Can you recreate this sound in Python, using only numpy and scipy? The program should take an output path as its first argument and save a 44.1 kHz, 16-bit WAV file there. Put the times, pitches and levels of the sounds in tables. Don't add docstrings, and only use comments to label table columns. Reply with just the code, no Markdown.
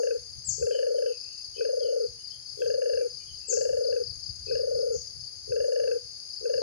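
import sys
import numpy as np
from scipy import signal
from scipy.fft import rfft, irfft
from scipy.io import wavfile

SR = 44100
rng = np.random.default_rng(int(sys.argv[2]) if len(sys.argv) > 2 else 0)


def wav_record(signal):
    frames = np.transpose(np.atleast_2d(signal))
    bounded = np.clip(frames, -1, 1)
    quanta = np.round(bounded * 32767).astype(np.int16)
    wavfile.write(sys.argv[1], SR, quanta)


N = 291942
TIME = np.arange(N) / SR
FREQS = np.fft.rfftfreq(N, 1 / SR)
LIFT_S = .0052


def trill(ring_hz=473.55, arch_hz=13.8, push_s=.005, rasp_s=.0029, stutter_hz=462, mic_lag_s=.00082):
    # first_pulse_s, last_pulse_s, level_db, rasp_re_pulse_db, smooth_middle_s, smooth_half_length_s
    trills = [(-.279, 0.154, -18.5, -21, .2, 0.063), (0.628, 1.108, -18.5, -22.5, 0.31, 0.048),
              (1.611, 2.048, -19, -19.5, .27, 0.19), (2.621, 3.057, -19, -18.5, 0.16, 0.035),
              (3.531, 4.01, -18.5, -22, 0.32, 0.046), (4.514, 4.951, -19.5, -20.5, 0.26, 0.18),
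              (5.523, 5.96, -18.5, -18.5, 0.15, 0.024), (6.458, 6.897, -19, -21.5, 0.23, 0.083)]
    t = np.arange(-.03, .05, 1 / SR)
    tone, buzz = np.zeros(N), np.zeros(N)
    for first, last, db, rasp_db, smooth_at, smooth_for in trills:
        times = pulse_times(first, last)
        for s, chance in zip(times, rng.standard_normal((len(times), 4))):
            pitch_dev, phase_dev, rasp_dev, damping_dev = chance
            arch = np.sin(np.pi * (s - first) / (last - first)) - .5
            hz = (ring_hz + arch_hz * arch) * (1 + .012 * pitch_dev)
            if s == times[-1]:
                smooth, gain = 1, amp(db - 2.5)
                swell, phase = hoot(t, hz, lift=.49, push_db=0, push_s=.0097, damped=.39)
            else:
                smooth, gain = np.exp(-((s - first - smooth_at) / smooth_for) ** 8), amp(db)
                early_damping = .24 * bell(s - first - .131, .043)
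                damped = min(early_damping + .089 * damping_dev, .5)
                lift = .72 if s in (first, times[-2]) else 1
                push_db = .93 * (1 - smooth)
                swell, phase = hoot(t, hz, lift, push_db, push_s, damped)
            phase = phase + np.pi * phase_dev
            add(tone, s + t[0], gain * swell * np.sin(phase))
            odd_harmonics = np.sin(3 * phase) + amp(-4) * np.sin(5 * phase)
            puff = .44 * rng.standard_normal(len(t))
            rasp = amp(rasp_db - 22 * smooth + 2.5 * rasp_dev) * bell(t, rasp_s)
            ring_buzz = amp(-39) * swell * (1 - bell(t, LIFT_S)) * np.sin(3 * phase)
            add(buzz, s + t[0], gain * (rasp * (odd_harmonics + puff) + ring_buzz))
        for k in range(3):
            blip = bell(t, .0039) * np.sin(2 * np.pi * (stutter_hz * t + rng.random()))
            add(tone, first - .013 - k * .015 + t[0], amp(-24.5 - 5 * k) * blip)
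    tone = band(tone * (1 + .09 * drift(110)), 305, 740)
    buzz = band(buzz, 1150, 3150)
    left = np.interp(TIME - mic_lag_s / 2, TIME, tone + buzz)
    right = np.interp(TIME + mic_lag_s / 2, TIME, amp(-4) * tone + amp(-9) * buzz)
    buzz_echo = amp(-13) * pan(side_db=8) * trees(buzz, t60=.35, first_s=.006)
    return np.array([left, right]) + amp(-21) * trees(tone, t60=.3) + buzz_echo


def pulse_times(first, last, gap_s=.0383, slow_start_s=.0108, settle_pulses=2.4, last_late_s=.004925):
    k = np.arange(round((last - first - slow_start_s - last_late_s) / gap_s) + 1)
    after = k * gap_s + slow_start_s * (1 - np.exp(-k / settle_pulses)) + last_late_s * (k == k[-1])
    return first + after * (last - first) / after[-1]


def hoot(t, ring_hz, lift, push_db, push_s, damped):
    hold_s, release_s, lift_hz, sag_hz_per_s = .017, .022, 86, 2200
    push = bell(t, push_s)
    fade = np.clip((t / (1 - damped) - hold_s) / release_s, 0, 1)
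    ring = amp(-2) * (t > 0) * (1 - fade)
    hz = ring_hz + lift * lift_hz * bell(t, LIFT_S) - sag_hz_per_s * np.maximum(t - hold_s, 0)
    return amp(push_db) * push + (1 - push) * ring, 2 * np.pi * np.cumsum(hz) / SR


def cricket(top_hz=5280, bottom_hz=4220, syllable_s=.022, rough_gap_s=.21):
    # first_chirp_s, last_chirp_s, level_db
    chirp_runs = [(.093, .271, -49), (.53, .93, -46), (1.177, 2.008, -37.5), (2.249, 3.113, -37.5),
                  (3.348, 3.582, -39.5), (3.843, 4.236, -33.5), (4.463, 4.463, -34), (4.55, 4.75, -35.5),
                  (5.013, 5.212, -39), (5.42, 5.8, -46), (6.307, 6.54, -36)]
    # offset_s, level_db
    syllables = [(-.032, -12), (0, -2), (.032, -1.5), (.064, -1)]
    progress = np.arange(0, 1, 1 / (syllable_s * SR))
    fall_hz = top_hz + (bottom_hz - top_hz) * progress ** 1.266
    song = np.zeros(N)
    for first, last, db in chirp_runs:
        for s in np.linspace(first, last, round((last - first) / rough_gap_s) + 1):
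            for offset, syllable_db in syllables:
                hz = fall_hz * (1 + .01094 * rng.standard_normal())
                scrape = amp(db + syllable_db) * np.sin(np.pi * progress) * sweep(hz)
                add(song, s + offset - syllable_s / 2, scrape)
    trunk_echo = amp(-8) * np.interp(TIME - .009, TIME, song)
    wood_echo = amp(-5) * trees(song, t60=.45, first_s=.012)
    return pan(side_db=12.5) * (song + trunk_echo + wood_echo)


def near_bird():
    # start_s, length_s, start_hz, bend (1 = straight), direct_db, echo_db
    calls = [(-.015, 0.06, 7200, 1.2, -42, -41), (0.447, .069, 7860, 2.2, -20.5, -24.5),
             (3.472, .063, 8000, 1.12, -22, -24.5), (4.915, .03, 7300, 0.9, -51, -34),
             (4.948, 0.039, 6850, 1.4, -40, -37.5)]
    song, into_trees = np.zeros(N), np.zeros(N)
    for s, length_s, start_hz, bend, direct_db, echo_db in calls:
        call = thin_call(length_s, start_hz, bend)
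        add(song, s, amp(direct_db) * call)
        add(into_trees, s, amp(echo_db) * call)
    leaf_scatter = colour([(5000, 17), (6000, 7.5), (6600, 2.5), (7500, 10.5), (8200, -6)])
    scattered = irfft(rfft(into_trees) * leaf_scatter, N)
    return pan(side_db=14.5) * amp(-7) * (song + trees(scattered, t60=.56, first_s=.005))


def thin_call(length_s, start_hz, bend, end_hz=5055, resonance_hz=6560, flutter_hz=120, flutter_per_s=240):
    # pitch_hz, gain_db
    throat = [(5000, -18), (5850, -12.5), (6400, 0), (6700, 0.5), (7050, -9.5), (7450, -5.5), (7780, -16),
              (8200, -20)]
    t = np.arange(0, length_s, 1 / SR)
    fall_hz = start_hz + (end_hz - start_hz) * (t / length_s) ** bend
    off_hz = fall_hz - resonance_hz
    hz = fall_hz - .597 * off_hz * bell(off_hz, 520)
    flutter = flutter_hz * np.sin(2 * np.pi * flutter_per_s * t)
    swell = amp(np.interp(hz, *np.transpose(throat))) * signal.windows.tukey(len(t), .1)
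    return swell * sweep(hz + flutter)


def chorus(syllables_per_s=32, throb=.15):
    # time_s, level_db
    levels = [(0, -46), (1.2, -44), (2.5, -46), (3.4, -45.5), (4.3, -44.5), (5.2, -44.5), (5.9, -44),
              (6.62, -43)]
    # frequency_hz, density_db
    spectrum = [(3800, -58), (4150, -27), (4400, -6.5), (4650, -0.5), (5100, -2), (5380, -13), (5700, -28),
                (6100, -64)]
    strokes = sweep(syllables_per_s + 3 * drift(14.3))
    return pan(side_db=6) * amp(curve(levels)) * noise(colour(spectrum)) * (1 + throb * strokes)


def insect_drones():
    # pitch_hz, width_hz, level_db, left_over_right_db, strokes_per_s, depth, waver_db
    insects = [(6420, 98, -57.5, 14, 58.6, 0.26, 1), (6233, 130, -63.5, 13, 70, 0.7, -2),
               (7130, 242, -71.5, 13.5, 33, 0.6, 3), (10004, 323, -65.5, -16.5, 98, 0.15, 1.03),
               (15240, 620, -80, 3.5, 110, 0.5, 2)]
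    heard = np.zeros((2, N))
    for hz, width_hz, db, side_db, strokes_per_s, depth, waver_db in insects:
        strokes = 1 + depth * sweep(strokes_per_s * (1 + .0092 * drift(1.5)))
        buzz = noise(bell(FREQS - hz, 2 * width_hz))
        heard += pan(side_db) * amp(db + waver_db * drift(19)) * unit(buzz * strokes)
    return heard


def far_birds(waver=.027, faint_count=9, faint_hz=2750, faint_from_s=.7, faint_until_s=3.6):
    # start_s, length_s, start_hz, end_hz, level_db
    whistles = [(0.688, 0.12, 3190, 2790, -47.5), (1.03, 0.12, 3086, 2430, -53),
                (1.238, 0.1, 2560, 2945, -57.5), (1.536, 0.036, 2980, 3260, -50.5),
                (1.563, 0.029, 2614, 2436, -47.5), (1.79, 0.11, 3320, 2650, -52.5),
                (2.302, 0.032, 3050, 3250, -49.5), (2.574, .066, 3500, 3070, -55),
                (3.249, 0.083, 3180, 3010, -55.5), (3.385, 0.08, 2650, 2700, -59),
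                (4.466, 0.027, 2593, 2507, -46)]
    song, wavering = np.zeros(N), 1 + waver * drift(174)
    faint = []
    for when, height in rng.random((faint_count, 2)):
        s = faint_from_s + when * (faint_until_s - faint_from_s)
        hz = faint_hz * (1 + .13 * (2 * height - 1))
        faint.append((s, .045, hz, .96 * hz, -59))
    for s, length_s, start_hz, end_hz, db in whistles + faint:
        progress = np.arange(0, 1, 1 / (length_s * SR))
        hz = (start_hz + (end_hz - start_hz) * progress) * wavering[round(s * SR):][:len(progress)]
        add(song, s, amp(db) * np.sin(np.pi * progress) * sweep(hz))
    heard = amp(-10) * song + trees(song, t60=.32, first_s=.002)
    return pan(side_db=7.5) * amp(-1) * heard


def air(hiss_db=-66, lumps_db=3, puff_rise_s=.0069, puff_fade_s=.044):
    # frequency_hz, density_db
    hiss_spectrum = [(30, 7.5), (250, 2.5), (500, 3.5), (900, -4.5), (2000, -3), (3700, -5), (6000, -29),
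                     (8300, -12), (11500, -33), (15500, -50)]
    # time_s, level_db
    rumble_levels = [(0.0, -71), (0.5, -60), (0.88, -71), (1.82, -70.5), (2.56, -63.5), (3.02, -71),
                     (4.54, -55), (4.7, -60.5), (6.34, -68.5), (6.62, -58)]
    # frequency_hz, density_db
    rumble_spectrum = [(12, -21), (20, -66), (53, 1.5), (85, 3.5), (130, 1.5), (199, -18.5), (230, -25),
                       (300, -25.5), (510, -120)]
    # start_s, level_db
    puffs = [(0.175, -49), (0.349, -48.5), (0.478, -34), (0.589, -42), (2.079, -48), (2.684, -48),
             (2.929, -50), (3.311, -45.5), (3.699, -45), (4.089, -51), (4.278, -43.5), (4.389, -51),
             (4.739, -41), (4.959, -44.5), (5.489, -38.5)]
    hiss = pan(side_db=5.5) * amp(hiss_db) * noise(colour(hiss_spectrum))
    level = amp(curve(rumble_levels) + 4 + lumps_db * drift(15.4))
    for s, db in puffs:
        after = np.maximum(TIME - s, 0)
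        level += amp(db - 5) * np.minimum(after / puff_rise_s, 1) * np.exp(-after / puff_fade_s)
    return hiss + pan(side_db=5) * level * noise(colour(rumble_spectrum))


def cloth_rustle(grain_db=3):
    # time_s, level_db
    levels = [(2.42, -90), (2.58, -63), (2.65, -62), (2.74, -90)]
    level = amp(curve(levels) + grain_db * drift(120))
    return level * noise(colour([(1000, -23), (5000, 10), (12000, 1), (16000, -9)]))


def trees(x, t60, first_s=.004):
    t = TIME[:SR]
    taps = rng.standard_normal((2, SR)) * (rng.random((2, SR)) < .08)
    taps *= (t > first_s) * 1e-3 ** (t / t60)
    taps /= np.linalg.norm(taps, axis=1, keepdims=True)
    return signal.fftconvolve(x[None], taps, axes=1)[:, :N]


def amp(db):
    return 10 ** (np.asarray(db) / 20)


def unit(x):
    return x / np.sqrt(np.mean(x ** 2) + 1e-20)


def bell(x, width):
    return np.exp(-(x / width) ** 2)


def curve(rows):
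    return np.interp(TIME, *np.transpose(rows))


def colour(points):
    hz, db = np.transpose(points)
    return amp(np.interp(np.log(FREQS + 1), np.log(hz + 1), db))


def noise(gain):
    return unit(irfft(rfft(rng.standard_normal((2, N))) * gain, N))


def drift(per_s):
    return unit(irfft(rfft(rng.standard_normal(N)) * bell(FREQS, per_s), N))


def sweep(hz):
    return np.sin(2 * np.pi * np.cumsum(hz) / SR)


def band(x, lo_hz, hi_hz):
    return irfft(rfft(x) / np.sqrt((1 + (lo_hz / (FREQS + 1)) ** 10) * (1 + (FREQS / hi_hz) ** 20)), N)


def pan(side_db):
    return amp(np.array([[side_db], [-side_db]]) / 2)


def add(mix, s, sound):
    start = round(s * SR)
    sound = sound[max(-start, 0):]
    part = mix[max(start, 0):][:len(sound)]
    part += sound[:len(part)]


def scene():
    animals = trill() + cricket() + chorus() + insect_drones() + near_bird() + far_birds()
    return animals + air() + cloth_rustle()


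def record(dry, edge_hz=15750):
    lowpass = signal.firwin(511, edge_hz, window=("kaiser", 9), fs=SR)
    return signal.oaconvolve(dry, lowpass[None], "same")


dry = scene()
out = record(dry)
wav_record(out)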